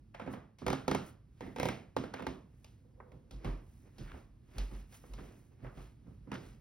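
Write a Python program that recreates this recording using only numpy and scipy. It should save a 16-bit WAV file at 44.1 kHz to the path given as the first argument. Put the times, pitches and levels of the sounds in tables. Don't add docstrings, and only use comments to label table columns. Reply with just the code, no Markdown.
import sys
import numpy as np
from scipy import signal
from scipy.fft import rfft, irfft
from scipy.io import wavfile
from scipy.ndimage import uniform_filter1d

SR = 44100
rng = np.random.default_rng(int(sys.argv[2]) if len(sys.argv) > 2 else 0)


def digitize_waveform(pressure):
    field = np.atleast_2d(pressure).T
    bounded = np.clip(field, -1, 1)
    quanta = np.round(bounded * 32767).astype(np.int16)
    wavfile.write(sys.argv[1], SR, quanta)


N = 291456


def amp(db):
    return 10 ** (np.asarray(db) / 20)


def evened(x):
    return x / np.sqrt(np.mean(x ** 2) + 1e-20)


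def read(points, hz):
    f, value = np.transpose(points)
    return np.interp(np.log(hz + 1), np.log(f + 1), value)


def add(mix, s, sound):
    part = mix[:, round(s * SR):][:, :sound.shape[-1]]
    part += sound[..., :part.shape[1]]


# frequency in Hz, correlation from 0 to 1.
PORT_LIKENESS = [(100, 0.97), (300, 0.87), (600, 0.32), (1300, 0.65), (4000, 0.98), (15000, 1)]


def noise(spectrum, size):
    hz = np.fft.rfftfreq(size, 1 / SR)
    a, b = rfft(rng.standard_normal((2, size)))
    same = np.clip(read(PORT_LIKENESS, hz), 0, 1)
    common = a * np.sqrt((1 + same) / 2)
    apart = b * np.sqrt((1 - same) / 2)
    ports = np.array([common + apart, common - apart])
    return irfft(ports * amp(read(spectrum, hz)), size)


def colour(x, gain_db):
    response = np.exp(np.conj(signal.hilbert(np.log(amp(gain_db)))))
    taps = np.fft.ifft(response).real
    return signal.fftconvolve(x, taps[None, :len(taps) // 2], axes=1)[:, :x.shape[1]]


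# frequency in Hz, time to fall by 60 dB in seconds.
ROOM = [(60, 0.66), (150, 0.48), (260, 0.36), (700, 0.42), (1800, 0.41), (5000, 0.35), (15000, 0.46)]


def room_tail(spectrum, length, size=256):
    hz, t, bands = signal.stft(evened(noise(spectrum, length)), SR, nperseg=size)
    decay = amp(-60 * t / read(ROOM, hz)[:, None])
    return signal.istft(bands * decay, SR, nperseg=size)[1][:, :length]


def swell(t, rise, order):
    u = np.maximum(t, 0) / rise
    return (u * np.exp(1 - u)) ** order


# frequency in Hz, density in dB per Hz before the room gain.
AMBIENCE = [(20, -108), (42, -79), (56, -80), (80, -83), (120, -80), (150, -88.5), (230, -90.5), (330, -98),
            (500, -110), (1000, -117), (2000, -122), (5000, -128), (11000, -132), (16000, -139)]
# time in seconds, gain in dB.
HUM_LEVEL = [(0, 1), (0.552, -3), (1.3, 0), (2.6, 0.5), (3.8, 2), (4.4, 1.5), (5.5, 1), (6.6, 5)]


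def hum():
    gain_db = np.interp(np.arange(N) / SR, *np.transpose(HUM_LEVEL))
    return noise(AMBIENCE, N) * np.sqrt(SR / 2) * amp(gain_db)


def friction(strokes, spectrum, grain_db, grain_s):
    t = np.arange(N) / SR
    power = sum(amp(db) ** 2 / np.cosh(np.clip((t - s) / half, -20, 20)) ** 2 for s, db, half in strokes)
    window = max(2, int(grain_s * SR))
    grain = evened(uniform_filter1d(rng.standard_normal(N), window))
    return np.sqrt(power) * evened(noise(spectrum, N) * amp(grain_db * grain))


# frequency in Hz, relative density in dB per Hz.
DRONE = [(250, -28), (380, -7), (440, -10), (505, 2.5), (580, -17), (900, -17), (3000, -51)]


def drone():
    return friction([(3.12, -65.5, 0.11)], DRONE, grain_db=2, grain_s=.035)


# time of the height in seconds, level of the brush in dB, half length in seconds.
BRIGHT_STROKES = [(0.333, -67, 0.013), (1.076, -66, 0.021), (1.65, -61, 0.03), (2.653, -83, 0.088),
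                  (3.763, -80, 0.12), (4.95, -63, 0.02), (5.05, -73, 0.06), (5.36, -78, 0.09)]
BRUSH_LAG_S, BRUSH_HALF_S = 0.058, 0.052
BRUSH_SHEEN_DB, BRIGHT_SHEEN_DB = -7, 2


def brushes():
    after_steps = [(s + BRUSH_LAG_S, db, BRUSH_HALF_S, BRUSH_SHEEN_DB) for s, *_, db in STEPS]
    return after_steps + [(*row, BRIGHT_SHEEN_DB) for row in BRIGHT_STROKES]


# frequency in Hz, relative density in dB per Hz.
CLOTH = [(100, 6), (800, 12.5), (2500, 9.5), (5500, 0.5), (8000, -2), (11000, -12), (16000, -19)]
SHEEN = [(500, -26), (3000, -25), (6000, -2), (9000, -3.5), (12000, -3), (16000, -7)]


def clothes():
    brush_strokes = [row[:3] for row in brushes()]
    sheen_strokes = [(s, db + sheen_db, half) for s, db, half, sheen_db in brushes()]
    brush = friction(brush_strokes, CLOTH, grain_db=1.5, grain_s=0.0086)
    sheen = friction(sheen_strokes, SHEEN, grain_db=2, grain_s=0.0034)
    return brush + sheen


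# time of the height in seconds, level in dB, half length in seconds.
DRAGS = [(2.17, -58, 0.023), (2.55, -75, 0.026), (3.58, -63, 0.04), (3.87, -64, 0.021), (5.31, -62, 0.06),
         (5.53, -70, 0.017), (6.37, -53.5, 0.034)]
# frequency in Hz, relative density in dB per Hz.
SOLE = [(60, 3), (350, 17), (800, 3.5), (1400, -2), (2400, -3), (3500, -15.5), (6000, -15.5), (16000, -98)]
SCUFF_LAG_S, SCUFF_HALF_S = 0.047, 0.04


def soles():
    scuffs = [(s + SCUFF_LAG_S, db, SCUFF_HALF_S) for s, _, _, db, _ in STEPS]
    return friction(scuffs + DRAGS, SOLE, grain_db=1.5, grain_s=.006)


# time of the height in seconds, level in dB, half length in seconds.
GRITTY_BURSTS = [(.149, -52, .003), (.222, -54, 0.005), (2.146, -45.5, 0.0037), (2.185, -51.5, 0.023),
                 (4.10, -56.5, 0.025), (4.6, -57.5, 0.019), (5.195, -62, 0.0086), (5.667, -61, 0.02),
                 (6.344, -45, 0.0089)]
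# frequency in Hz, relative density in dB per Hz.
GRIT = [(200, -29), (700, -3), (1200, 12.5), (1750, 9), (2100, 6), (2550, 4), (3600, -4.5), (8000, -76.5)]


def gritty_bursts():
    return friction(GRITTY_BURSTS, GRIT, grain_db=5.5, grain_s=0.0019)


# frequency in Hz, relative level in dB, time to fall by 60 dB in seconds.
BOARD = [(123.8, -10.5, 0.26), (150, -14.5, 0.16), (205.5, -5.5, 0.21), (263.9, -4, 0.25),
         (330.3, -13.5, 0.21), (381.6, -8.5, 0.26), (447, -21, 0.21), (497, -2, 0.076), (718, -18, 0.056),
         (756, -8, 0.037), (886, -3.5, 0.057), (992, -5.5, 0.049), (1330, -9, 0.033), (1565, -9, 0.043),
         (1720, -24, 0.03), (2134, -13.5, 0.12), (2290, -23.5, .12), (2850, -25, .08)]


def ringing(t, hardness_hz, rise, detune=0.0086):
    hz, db, t60 = np.transpose(BOARD)[:, :, None]
    off, turn = rng.standard_normal((len(BOARD), 2)).T[:, :, None]
    strength = amp(db) / (1 + (hz / hardness_hz) ** 2)
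    decay = np.exp(-np.log(1000) * t / t60)
    modes = strength * decay * np.sin(2 * np.pi * (hz * (1 + detune * off) * t + turn))
    return modes.sum(0) * (1 - np.exp(-(t / rise) ** 2))


# start in seconds, sway of the joists in dB, relative thump in dB,
# scuff of the sole in dB, brush of clothing in dB.
STEPS = [(0.271, -63, -47.5, -80, -74), (0.655, -53, -37, -75, -85), (0.878, -45, -43, -75, -80),
         (1.41, -71, -47.5, -75, -70), (1.60, -52, -55, -75, -85), (1.968, -56, -46.5, -75, -85),
         (2.26, -50.5, -54, -75, -76), (2.67, -57, -67, -85, -85), (3.119, -61, -55, -80, -90),
         (3.309, -40.5, -44.5, -78, -85), (3.442, -31.5, -36.5, -50.5, -71), (3.986, -42, -44.5, -62, -68),
         (4.11, -48, -54, -59, -70), (4.556, -30, -44.5, -54.5, -63), (4.705, -38, -54, -65, -64.5),
         (5.085, -41, -57, -67, -73), (5.179, -47, -47, -58, -66), (5.618, -47, -42.5, -60, -80),
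         (5.76, -48, -46, -62, -66), (6.058, -77, -49, -74, -82), (6.41, -56, -51.5, -66, -66)]
# frequency in Hz, relative density in dB per Hz.
THUMP = [(25, -1.5), (60, -1.5), (85, -4.5), (130, 4.5), (170, -2.5), (260, -7.5), (400, -17), (800, -28),
         (3000, -54)]
# time in seconds, frequency in Hz.
JOIST_HZ = [(0, 62), (3.1, 62), (3.45, 42.5), (3.99, 40), (4.11, 68), (4.55, 46), (6.6, 48)]
LOAD_CYCLES = 2.6


def footfalls(thump_rise=.025, thump_room_db=-7, ring_db=5):
    out, t = np.zeros((2, N)), np.arange(SR * 2 // 3) / SR
    for s, sway_db, thump_db, *_ in STEPS:
        hz = np.interp(s, *np.transpose(JOIST_HZ))
        load = swell(t, LOAD_CYCLES / hz, order=3)
        sway = amp(sway_db) * load * np.sin(2 * np.pi * hz * t)
        thump = evened(noise(THUMP, len(t))) * swell(t, thump_rise, order=1)
        boom = amp(thump_room_db) * room_tail(THUMP, len(t)) * (1 - np.exp(-t / thump_rise))
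        ring = amp(ring_db) * ringing(t, hardness_hz=406, rise=0.024)
        add(out, s, sway + amp(thump_db - 2.5) * (thump + boom + ring))
    return out


# frequency in Hz, relative density in dB per Hz.
SLIP = [(60, -21), (250, -1.5), (550, 6.5), (1000, -7.5), (1700, -12), (2300, -8), (3100, -10.5),
        (5500, -10.5), (8000, -23), (11000, -19), (16000, -30.5)]
ECHO = [(40, -7), (110, 3), (210, 8.5), (330, 2.5), (550, -2.5), (1000, -10.5), (1700, -15), (2300, -15.5),
        (3200, -12.5), (5500, -16.5), (8000, -25.5), (11000, -31), (16000, -39)]


def slip(t, slip_db=-5, ring_db=-7, room_db=-10.5, rasp_s=0.0021, bounce_s=0.0029, bounce_db=-2,
         lag_s=0.000823, room_rise=0.0049, catch_db=4, size=2048):
    u = np.maximum([t[:size], t[:size] - bounce_s], 0) / rasp_s
    first, second = u ** 2 * np.exp(1 - u ** 2)
    envelope = np.hypot(first, amp(bounce_db) * second)
    rasp = 1.85 * np.tanh(evened(noise(SLIP, size))) * envelope
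    catches = evened(uniform_filter1d(rng.standard_normal(size), SR // 2000))
    rasp *= evened(amp(catch_db * np.tanh(catches)))
    khz = np.fft.rfftfreq(size, 1 / SR) / 1000
    slow_bass = np.exp(-4000j * np.pi * lag_s * np.sqrt(khz))
    direct = amp(ring_db) * np.tile(ringing(t, hardness_hz=5900, rise=0.0031), (2, 1))
    add(direct, 0, amp(slip_db) * irfft(rfft(rasp) * slow_bass))
    echo = amp(room_db) * room_tail(ECHO, len(t)) * (1 - np.exp(-(t / room_rise) ** 2))
    return direct, echo


# times of its slips in seconds, relative level in dB, body in dB re level, pitch in Hz.
CRACKS = [((0.146,), -38.5, -22, 2100), ((0.218, 0.262), -42, -1, 2140), ((0.664, 0.68, 0.701, 0.728),
          -23.6, -4.5, 1330), ((0.879, 0.912, 0.947), -21.5, -3, 1290), ((1.407,), -35, -3, 1940),
          ((1.463,), -44.5, 6, 1940), ((1.561, 1.584), -32, -6, 2320), ((1.598, 1.63, 1.654, 1.686),
          -23.3, -5, 2300), ((1.965,), -23.2, -0.5, 1130), ((2.037,), -34, -3, 1500), ((2.138,),
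          -30, -8.5, 1650), ((2.194,), -35.5, -1, 1120), ((2.222,), -35.5, -2, 2550), ((2.266,),
          -25.7, 0.5, 1100), ((3.445,), -33.3, -4.5, 1160), ((6.316,), -31.5, 0.5, 1400)]
# time in seconds, relative level in dB, body in dB re level, treble setting in dB.
KNOCKS = [(0.196, -32.5, -12, -26), (0.274, -33.5, 2.5, -33), (0.335, -34.5, -6, -25),
          (0.617, -43.5, 6, -26), (3.001, -38, -13, -56), (3.118, -51.5, 3, -19), (4.141, -47, -9, -30),
          (4.712, -51, 5, -23), (5.038, -50, 1, -36), (5.184, -45, -1.5, -22), (5.645, -39.5, -13.5, -40),
          (5.772, -48, -14, -20), (6.064, -66, 5, -35), (6.271, -57, 10, -49)]
# time in seconds, relative level in dB, pitch in Hz.
TICKS = [(0.585, -52, 2060), (2.644, -49, 2660), (3.309, -49, 1330), (3.982, -51, 1600),
         (4.582, -37.5, 2500), (4.924, -55, 1740), (5.135, -47.5, 1210), (6.34, -46.5, 1670)]
# time in seconds, gain in dB.
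OPENNESS = [(0, 0.5), (1.5, 1), (2.3, -0.5), (2.6, -6), (3.15, -7), (3.45, 5), (4.8, 0), (5.1, -5),
            (5.25, 2), (6.6, 1)]
NEAR_DB, ROOM_DB_PER_DB, TICK_ROOM_DB = -27.5, 0.36, -3
CRACK_SNAP_DB, SNAP_DB_PER_DB = -18, 0.45
KNOCK_HZ = 1200
TICK_BODY_DB, TICK_SNAP_DB = -17, -5


def slips():
    rows = []
    for times, db, body_db, hz in CRACKS:
        snap_db = CRACK_SNAP_DB + SNAP_DB_PER_DB * (db - NEAR_DB)
        rows += [(s, db, body_db, snap_db, hz, 0) for s in times]
    rows += [(*row, KNOCK_HZ, 0) for row in KNOCKS]
    rows += [(s, db, TICK_BODY_DB, TICK_SNAP_DB, hz, TICK_ROOM_DB) for s, db, hz in TICKS]
    placed = []
    for s, db, *tone, wet_db in sorted(rows):
        open_db = np.interp(s, *np.transpose(OPENNESS))
        placed.append((s, db, *tone, wet_db + open_db + ROOM_DB_PER_DB * (NEAR_DB - db)))
    return placed


def cracks(alike=0.6, usual_snap_db=-9, pitch_db=5, pitch_width=0.18, gain_db=-1, lead_s=.0008):
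    out, t = np.zeros((2, N)), np.arange(SR * 4 // 7) / SR
    hz = abs(np.fft.fftfreq(2048, 1 / SR))
    last = -np.inf
    for s, db, body_db, snap_db, pitch_hz, wet_db in slips():
        if s - last > .2:
            board = np.array(slip(t))
        last = s
        direct, echo = np.sqrt(alike) * board + np.sqrt(1 - alike) * np.array(slip(t))
        tone = read([(280, body_db), (650, 0), (1900, 0), (4500, snap_db - usual_snap_db)], hz)
        tone += pitch_db * np.exp(-(np.log((hz + 1) / pitch_hz) / pitch_width) ** 2)
        crack = colour(direct + amp(wet_db) * echo, tone)
        add(out, s - lead_s, amp(db + gain_db) * crack)
    return out


def scene():
    return hum() + drone() + clothes() + soles() + gritty_bursts() + footfalls() + cracks()


# frequency in Hz, left minus right in dB.
PORT_BALANCE = [(60, -1.5), (92, -1.5), (140, -2.5), (210, -4.0), (330, -6.0), (500, -7.5), (770, -4.0),
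                (1170, -1.5), (1790, -0.5), (2740, -0.5), (4190, -0.5), (6410, 0.5), (9810, 0.0),
                (15000, 0.0)]
# frequency in Hz, lead of the left in radians.
PORT_PHASE = [(0, 0), (340, 0.0), (600, 1.2), (950, 0.2), (1810, 0.1), (3010, 1.3), (4310, 1.0),
              (5250, 0.4), (6890, 3.0), (8180, 3.6), (9730, 6.1), (10900, 6.3), (12500, 8.8), (14400, 9.8),
              (15800, 12.3), (16100, 12.0)]
EDGE_HZ = 16000


def record(dry, low_cut_hz=30):
    hz = np.fft.rfftfreq(N, 1 / SR)
    tilt = read(PORT_BALANCE, hz)
    lead = np.interp(hz, *np.transpose(PORT_PHASE))
    ports = amp(np.array([tilt, -tilt]) / 2) * np.exp(1j * np.array([lead, -lead]) / 2)
    low_cut = hz ** 6 / (hz ** 6 + low_cut_hz ** 6)
    heard = irfft(rfft(dry) * ports * low_cut, N)
    band_limit = signal.firwin(511, EDGE_HZ, window=("kaiser", 9), fs=SR)
    return signal.oaconvolve(heard, band_limit[None], "same")


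dry = scene()
out = record(dry)
digitize_waveform(out)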